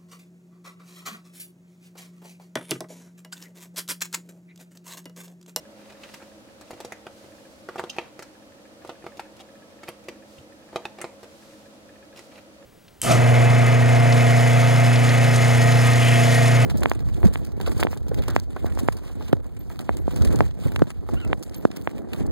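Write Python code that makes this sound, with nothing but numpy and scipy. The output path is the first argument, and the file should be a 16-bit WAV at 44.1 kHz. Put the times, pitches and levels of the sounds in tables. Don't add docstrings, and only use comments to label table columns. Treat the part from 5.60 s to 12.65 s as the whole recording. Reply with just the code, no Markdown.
import sys
import numpy as np
from scipy import signal
from scipy.fft import rfft, irfft
from scipy.io import wavfile
from scipy.ndimage import map_coordinates

SR = 44100
rng = np.random.default_rng(int(sys.argv[2]) if len(sys.argv) > 2 else 0)


def to_wav(sig):
    pcm = np.clip(np.atleast_2d(sig), -1, 1) * 32767
    pcm = np.round(pcm).astype(np.int16)
    wavfile.write(sys.argv[1], SR, pcm.T)


N = 310905
TIME = np.arange(N) / SR
SIDE_SIGNS = np.array([[1], [-1]])

# start_s, level_db, skin_hz, snap_hz, snap_db, fizz_db, peel_s
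PEEL_POPS = [(0.2974, -35.5, 586, 2100, -1, -10, 0.0094), (0.323, -32.5, 580, 2100, -7, -13, 0.0031),
             (0.434, -32.5, 770, 2210, 2.5, -16, 0.0077), (0.497, -33, 800, 1700, -8, -18, 0.0015),
             (0.539, -30.5, 800, 1900, 1.5, -1.5, 0.0063), (0.600, -32, 774, 1400, -5, -30, 0.012),
             (0.625, -28.5, 700, 1510, -5.5, -30, 0.0017), (1.012, -31.5, 746, 2000, -11, -7.5, 0.0022),
             (1.1071, -18.5, 604, 1700, -11, -14.5, 0.0038), (1.1324, -20, 382, 2200, -20, -26, 0.0041),
             (1.2037, -18, 550, 1890, -13.5, -13, 0.0021), (1.2483, -14.5, 400, 2520, -22, -16, 0.0025),
             (1.322, -19, 540, 1630, -4.5, -11, 0.0015), (1.4677, -16.5, 480, 1620, -11.5, -29, .0012),
             (1.643, -25.5, 300, 2020, -21, -35, .0001), (2.088, -12.5, 440, 1290, -7.5, -26.5, 0.0021),
             (2.1582, -14.5, 540, 1200, -16, -25, 0.0023), (2.1816, -14, 597, 2000, -10, -26, 0.011),
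             (2.1954, -8, 680, 1250, -15, -23, 0.0022), (2.239, -11, 470, 2930, -22.5, -32, .003),
             (2.3642, -21.5, 410, 2180, -14.5, -19, 0.0048), (2.3846, -6, 524, 2230, -10.5, -36, 0.0018),
             (2.5925, -17.5, 434, 1620, -8, -16, 0.0011), (2.6243, -29.5, 710, 1720, -1.5, -2, 0.002),
             (3.249, -20, 496, 2000, -21, -25, 0.0027), (3.2753, -37, 500, 2200, -8, -5, 0.00085),
             (3.2931, -12.5, 496, 2200, -14, -29, 0.0025), (3.442, -20, 378, 2000, -23, -32, 0.0033),
             (3.4655, -14, 460, 1700, -13, -30, 0.0018), (3.5712, -27, 428, 2900, -14.5, -12, 0.0032),
             (3.5965, -28.5, 700, 1720, 0.5, -5.5, 0.0042), (3.766, -42, 500, 2800, -17, -1.5, .003),
             (3.793, -37, 604, 2780, -6, -7, 0.0049), (3.801, -27, 604, 2850, -9, -14, 0.0071),
             (4.103, -39, 500, 2600, -9, -22, 0.00094), (4.2332, -26, 600, 1900, -3, -12.5, 0.0032),
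             (4.2832, -22.5, 715, 1900, -4.5, -13, .0018), (4.2884, -14.5, 455, 1900, -13, -20.5, 0.0023),
             (4.44, -40, 500, 2600, -13, -7, 0.0024), (4.4851, -13.5, 450, 2120, -12, -21.5, .003),
             (5.129, -19.5, 490, 1240, -20, -39, .015), (5.1596, -3, 457, 2380, -18, -29.5, 0.0016),
             (5.2537, -15, 300, 2100, -18, -21.5, 0.0021), (5.3857, -18.5, 540, 1890, -10, -24, 0.018),
             (5.4145, -20.5, 563, 1750, -4.5, -26, 0.0025), (5.4426, -8.5, 440, 2170, -16.5, -32, 0.0017),
             (5.631, -20.5, 407, 2010, -15.5, -19, 0.007), (6.562, -37, 505, 2230, -4, -7, 0.001),
             (6.569, -30, 380, 2190, -15, -7, 0.0087), (6.5924, -30, 423, 2480, -7.5, -6, 0.00094),
             (6.717, -36, 450, 2300, -7, -18, .004), (6.757, -37.5, 500, 2200, -2.5, -20, 0.0019),
             (6.776, -35, 417, 2080, -10, -16, .001), (6.78, -34.5, 417, 1910, -5, -16, 0.0011)]
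# start_s, level_db, bright_hz
NAIL_CLICKS = [(1.321, -13, 1670), (2.2957, -11.5, 3130), (2.297, -13.5, 4000), (2.2997, -8.5, 5270),
               (2.3865, -17, 2280), (2.626, -22, 6560), (4.288, -13, 10800), (4.783, -27, 3200),
               (5.415, -10, 8200), (5.4147, -13, 2240)]
# pitch_hz, level_db, t60_s
NAIL_MODES = [(1310, 6, 0.044), (1805, -1.5, 0.034), (2150, 7, 0.017), (2380, -3, 0.02), (2790, 9, 0.026),
              (3100, 1.5, 0.037), (3830, 0, 0.027), (4960, -9, 0.024), (6050, -4.5, 0.03),
              (7600, -1, 0.016), (8780, -2, 0.013), (9300, 3, .015), (13200, -9, .02)]
# start_s, level_db, cutoff_hz
NAIL_KNOCKS = [(2.1951, -31, 1500), (3.595, -23, 2700), (5.254, -21.5, 3600)]
# pitch_hz, level_db, t60_s
SKIN_MODES = [(640, -26, 0.015), (834, -2.5, 0.012), (1570, -15, 0.0082), (1790, -12, 0.011),
              (2560, -7, 0.014), (3600, -11, 0.011), (4070, -17, 0.012)]
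# peak_s, length_s, hiss_db, rasp_db
HAND_STROKES = [(0.21, 0.077, -68, -62), (0.305, 0.089, -67, -59.5), (0.438, 0.063, -62, -53.5),
                (0.517, 0.1, -63, -59), (0.587, 0.25, -65.5, -71), (1.153, 0.27, -69, -65),
                (1.617, 0.18, -64.5, -77), (1.84, 0.36, -66, -83), (2.178, 0.08, -77, -57),
                (2.39, 0.14, -75, -57), (4.28, 0.049, -68, -53), (4.75, 0.11, -63.5, -74),
                (5.856, 0.37, -63.5, -71), (6.584, 0.04, -63, -56), (6.642, 0.068, -64, -66),
                (6.758, 0.091, -66.5, -58.5)]
# start_s, level_db
TABLE_BUMPS = [(1.129, -54), (1.203, -59), (1.249, -52.5), (2.191, -52), (3.28, -57), (4.786, -46.5),
               (5.159, -56)]
# start_s, level_db
MECHANISM_STEPS = [(0.052, -57.5), (0.351, -58), (0.716, -60), (0.886, -57.5), (1.018, -55), (1.72, -57.5),
                   (1.783, -58.5), (1.852, -56.5), (2.752, -57), (2.822, -60), (2.921, -58.5), (2.983, -61),
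                   (3.053, -56.5), (3.22, -56.5), (3.354, -58), (3.423, -54), (3.52, -55), (3.654, -55),
                   (3.889, -57), (3.955, -57.5), (4.022, -54.5), (4.122, -61), (4.188, -57), (4.556, -61),
                   (4.623, -56.5), (4.922, -55.5), (5.022, -63), (5.088, -58), (5.22, -57), (5.824, -57),
                   (5.934, -58), (6.058, -57), (6.291, -53), (6.357, -56), (6.426, -54.5), (6.526, -56),
                   (7.025, -57.5)]
# pitch_hz, level_db, t60_s
MECHANISM_MODES = [(1738, -2, 0.022), (2440, -7.5, 0.015), (3350, -17, 0.007)]
# peak_s, length_s, level_db
WHINE_SWELLS = [(3.997, 0.23, -65), (4.98, 0.1, -67)]
# pitch_hz, level_db
MOTOR_TONES = [(120, -80.5), (207.5, -61), (262, -65.5), (306, -63.5), (551, -62), (1295, -76.5),
               (4548, -86)]
# frequency_hz, level_db
RUSH_CURVE = [(25, -36), (45, -10.5), (68, -2), (170, -2.5), (400, -3.5), (750, -4.5), (1100, -11),
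              (2200, -18), (5000, -21.5), (10000, -27.5), (16000, -35)]
# centre_hz, width_hz, boost_db
HOUSING_PEAKS = [(218, 8.5, 9.5), (256, 34, 5), (317.4, 49, 9.64), (471.5, 24, 7.1), (553.3, 79, 10.46),
                 (642.4, 30, 6.7)]
# frequency_hz, side_gain_db
RUSH_WIDTH = [(60, -16), (110, -1), (200, -4.5), (380, -10.5), (700, -7), (1290, 2.5), (2380, 4.5),
              (4400, 3.5), (8120, 2.5), (15000, 2)]
# pitch_hz, level_db, t60_s
NOOK_MODES = [(164, -39.5, 0.026), (250, -55, 0.026), (351.7, -39.5, 0.1), (375, -48, 0.11),
              (482.5, -44, 0.15), (669, -48.5, 0.11), (837, -39, 0.04), (920, -42, 0.073),
              (1202, -42, 0.12), (1328, -33, 0.054), (2520, -50, 0.018)]
# delay_s, gain
EARLY_ECHOES = [(.00145, 0.12), (.0025, 0.15), (.0049, 0.12), (.0077, 0.17)]


def peel_pops(gain_db=17, snap_grain_db=-5, hollow_grain_db=-15, grains=14, size=4096):
    out = np.zeros((2, N))
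    snap_curve = np.array([(.15, -42), (.8, 3), (1.25, 3), (2.1, -10.5), (3.5, -20), (8, -64)])
    fizz_curve = np.array([(1000, -7), (5000, -2), (9000, -8), (16000, -17.5)])
    for start_s, db, hz, snap_hz, snap_db, fizz_db, peel_s in PEEL_POPS:
        hollow = pulse([(hz / 20, -34), (hz / 4, -10), (hz * 1.21, 0),
                        (hz * 1.44, -1), (hz * 3, -14), (hz * 10, -50)])
        snap = pulse(snap_curve * [snap_hz, 1] + [0, snap_db], fizz_curve + [0, fizz_db])
        strengths, offsets = rng.standard_normal((2, grains))
        lags_s = np.append(0, np.abs(offsets) * peel_s)
        slowness = min(peel_s / 0.0034, 1.8)
        pop = np.zeros(size)
        for shape, grain_gain in ((hollow, undb(hollow_grain_db) * slowness ** 2),
                                  (snap, undb(snap_grain_db) * slowness)):
            crackle = np.zeros(size)
            for lag_s, share in zip(lags_s, np.append(1, grain_gain * strengths)):
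                add(crackle, lag_s, share * shape)
            pop -= crackle * np.linalg.norm(shape) / np.linalg.norm(crackle)
        add(out, start_s, undb(db + gain_db) * small_room(pop))
    return out


def nail_knocks(low_cut_hz=450):
    out = np.zeros((2, N))
    for start_s, db, cutoff_hz in NAIL_KNOCKS:
        rap = -sum(undb(mode_db) / np.hypot(1, (hz / cutoff_hz) ** 4) * ring(hz, t60, -np.pi / 2)
                   for hz, mode_db, t60 in SKIN_MODES)
        rap = low_cut(low_cut(rap, low_cut_hz), low_cut_hz)
        add(out, start_s, undb(db) * small_room(rap))
    return out


def nail_clicks(gain_db=-23, reach_octaves=0.19, crack_db=-1, crack_t60=0.0091):
    out = np.zeros((2, N))
    crack_curve = np.array([(0.6, -38), (0.79, 0), (1.14, -2), (1.46, -15), (3, -26)])
    for start_s, db, bright_hz in NAIL_CLICKS:
        ping = 0
        for hz, mode_db, t60 in NAIL_MODES:
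            excitation = np.exp(-(np.log2(hz / bright_hz) / reach_octaves) ** 2)
            ping += undb(mode_db) * excitation * ring(hz, t60, np.pi / 2)
        ping = low_cut(ping, bright_hz / 2)
        noise = unit_rms(eq(rng.standard_normal(len(ping)), crack_curve * [bright_hz, 1]))
        crack = undb(crack_db) * noise * decay(crack_t60)
        add(out, start_s, undb(gain_db + db) * small_room(ping + crack))
    return out


def friction_envelope(stroke_levels_db, drag_db, resting_db, rise_s=0.029, fall_s=0.039):
    power = undb(resting_db) ** 2
    for (peak_s, length_s, *_), db in zip(HAND_STROKES, stroke_levels_db):
        power += undb(db) ** 2 * np.exp(-(2 * (TIME - peak_s) / length_s) ** 2)
    for pop_s, pop_db, *_ in PEEL_POPS:
        distance = np.maximum((pop_s - TIME) / rise_s, (TIME - pop_s) / fall_s)
        drag = undb(drag_db + 0.4 * pop_db)
        power += drag ** 2 * np.exp(-2 * np.minimum(distance, 20))
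    return np.sqrt(power)


def palm_rubbing(hiss_db=3.5, rasp_db=-1, hiss_flutter_db=1, rasp_flutter_db=3.5, width=0.66):
    _, _, hiss_levels, rasp_levels = np.transpose(HAND_STROKES)
    hiss_swell = friction_envelope(hiss_levels, drag_db=-65, resting_db=-72)
    rasp_swell = friction_envelope(rasp_levels, drag_db=-51, resting_db=-74)
    hiss_swell *= undb(hiss_db + hiss_flutter_db * wander(45))
    rasp_swell *= undb(rasp_db + rasp_flutter_db * wander(45))
    slips = rng.standard_normal((4, N))
    hiss = eq(slips[:2], [(500, 0.5), (2000, -3), (4200, 2.5), (7000, -1), (11000, -6), (16000, -13.5)])
    rasp = eq(slips[2:], [(150, -4), (700, 7.5), (1500, 0.5), (2500, -2.5), (4000, -13), (9000, -51)])
    mid, side = hiss_swell * unit_rms(hiss) + rasp_swell * unit_rms(rasp)
    return mid + SIDE_SIGNS * width * side


def skin_snags(gain_db=-5, catches_per_s=150, spread_db=4.5):
    catches = rng.random(N) < catches_per_s / SR
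    strengths = undb(spread_db * np.minimum(rng.standard_exponential(N), 3))
    snap = pulse([(200, -30), (900, -6), (1700, -0.5), (2400, 1), (3800, 0), (6500, -13.5), (14000, -24)])
    crackle = unit_rms(signal.fftconvolve(catches * strengths, snap)[:N])
    rasp_levels = [rasp_db for *_, rasp_db in HAND_STROKES]
    swell = friction_envelope(rasp_levels, drag_db=-60.5, resting_db=-83)
    return small_room(undb(gain_db) * swell * crackle)[:, :N]


def table_bumps(gain_db=9, t60=0.098, attack_s=0.0067):
    out = np.zeros((2, N))
    thud = soften(ring(88, t60, np.pi / 2) + ring(127, t60, np.pi / 2), attack_s)
    for start_s, db in TABLE_BUMPS:
        add(out, start_s, undb(db + gain_db) * thud)
    return out


def mechanism_ticks(gain_db=12, attack_s=0.0014, rattle_db=-10, rattle_t60=0.019):
    out = np.zeros(N)
    rattle_curve = [(800, 3), (1700, -1), (2500, 2), (4000, -6), (10000, -30)]
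    for start_s, db in MECHANISM_STEPS:
        tuning = 1 + 0.012 * rng.standard_normal()
        ping = sum(undb(mode_db) * ring(hz * tuning, t60) for hz, mode_db, t60 in MECHANISM_MODES)
        noise = unit_rms(eq(rng.standard_normal(len(ping)), rattle_curve))
        rattle = undb(rattle_db) * noise * decay(rattle_t60)
        add(out, start_s, undb(db + gain_db) * soften(ping + rattle, attack_s))
    return small_room(out, scatter_db=-8, tail_db=-22)[:, :N]


def faint_whine(pitch_hz=1295, drift_hz=7):
    swell = sum(undb(db) * np.exp(-(2 * (TIME - peak_s) / length_s) ** 4)
                for peak_s, length_s, db in WHINE_SWELLS)
    return swell * sine(pitch_hz + drift_hz * wander(11))


def fan(rush_db=-51.5, waver_db=2, drift_hz=1.253):
    bins_hz = np.fft.rfftfreq(N, 1 / SR)
    housing = 1 + sum((undb(db) - 1) / (1 + (2 * (bins_hz - centre_hz) / width_hz) ** 4)
                      for centre_hz, width_hz, db in HOUSING_PEAKS)
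    air = irfft(rfft(rng.standard_normal((2, N))) * housing, N)
    mid, side = unit_rms(eq(air, RUSH_CURVE))
    rush = mid + SIDE_SIGNS * eq(side, RUSH_WIDTH)
    hum = sum(undb(db + waver_db * wander(4.157)) * sine(hz + drift_hz * wander(6))
              for hz, db in MOTOR_TONES)
    return undb(rush_db) * rush + np.sqrt(2) * hum


def small_room(sound, scatter_db=-4, scatter_t60=0.054, tail_db=-12, tail_t60=0.35, size=8192):
    response = sum(undb(db) * ring(hz, t60) for hz, db, t60 in NOOK_MODES)
    response[0] += 1
    for delay_s, gain in EARLY_ECHOES:
        add(response, delay_s, gain * pulse([(1500, 8), (5000, -5.5), (14000, -16)]))
    scatter_curve = [(100, -8), (300, -45), (1000, 8), (2500, 7), (6000, 9), (16000, 7.5)]
    tail_curve = [(200, -1), (1000, 11.5), (3000, 6), (7000, 9.5), (16000, -5)]
    for db, t60, curve in ((scatter_db, scatter_t60, scatter_curve), (tail_db, tail_t60, tail_curve)):
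        mid, side = rng.standard_normal((2, size))
        side = eq(side, [(400, -11), (1500, -6.5), (4000, -2.5)])
        diffuse = eq(mid + SIDE_SIGNS * side, curve) / np.sqrt(2)
        response = response + undb(db) * diffuse * decay(t60) / np.linalg.norm(decay(t60))
    return signal.fftconvolve(sound[None], response, axes=1)


def undb(db):
    return 10 ** (np.asarray(db) / 20)


def unit_rms(sound):
    return sound / np.sqrt(np.mean(sound ** 2))


def curve_gain(curve, size):
    hz, db = np.transpose(curve)
    bins_hz = np.fft.rfftfreq(size, 1 / SR)
    return undb(np.interp(np.log(bins_hz + 1), np.log(hz), db))


def eq(sound, curve):
    size = sound.shape[-1]
    return irfft(rfft(sound) * curve_gain(curve, size), size)


def low_cut(sound, hz):
    return signal.sosfilt(signal.butter(2, hz, "high", fs=SR, output="sos"), sound)


def pulse(*curves, size=1024):
    power = sum(curve_gain(curve, size) ** 2 for curve in curves)
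    cepstrum = irfft(np.log(power) / 2)
    cepstrum[1:size // 2] *= 2
    cepstrum[size // 2 + 1:] = 0
    return irfft(np.exp(rfft(cepstrum)))


def decay(t60, size=8192):
    return undb(-60 * TIME[:size] / t60)


def soften(sound, attack_s):
    return sound * (1 - np.exp(-TIME[:len(sound)] / attack_s))


def ring(hz, t60, phase=0, size=8192):
    return np.cos(2 * np.pi * hz * TIME[:size] + phase) * decay(t60, size)


def sine(hz):
    return np.sin(2 * np.pi * np.cumsum(hz) / SR)


def wander(rate_hz):
    knots = rng.standard_normal(int(TIME[-1] * rate_hz) + 4)
    return map_coordinates(knots, [TIME * rate_hz], order=3, mode="nearest")


def add(track, start_s, sound):
    start = int(start_s * SR)
    part = sound[..., :N - start]
    track[..., start:start + part.shape[-1]] += part


def scene():
    toy = peel_pops() + nail_knocks() + nail_clicks() + palm_rubbing() + skin_snags() + table_bumps()
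    return toy + mechanism_ticks() + faint_whine() + fan()


def record(dry, balance_db=-0.74, high_cut_hz=16000):
    panned = dry * undb(SIDE_SIGNS * balance_db / 2)
    return signal.sosfilt(signal.ellip(10, .1, 70, high_cut_hz, fs=SR, output="sos"), panned)


dry = scene()
out = record(dry)
to_wav(out)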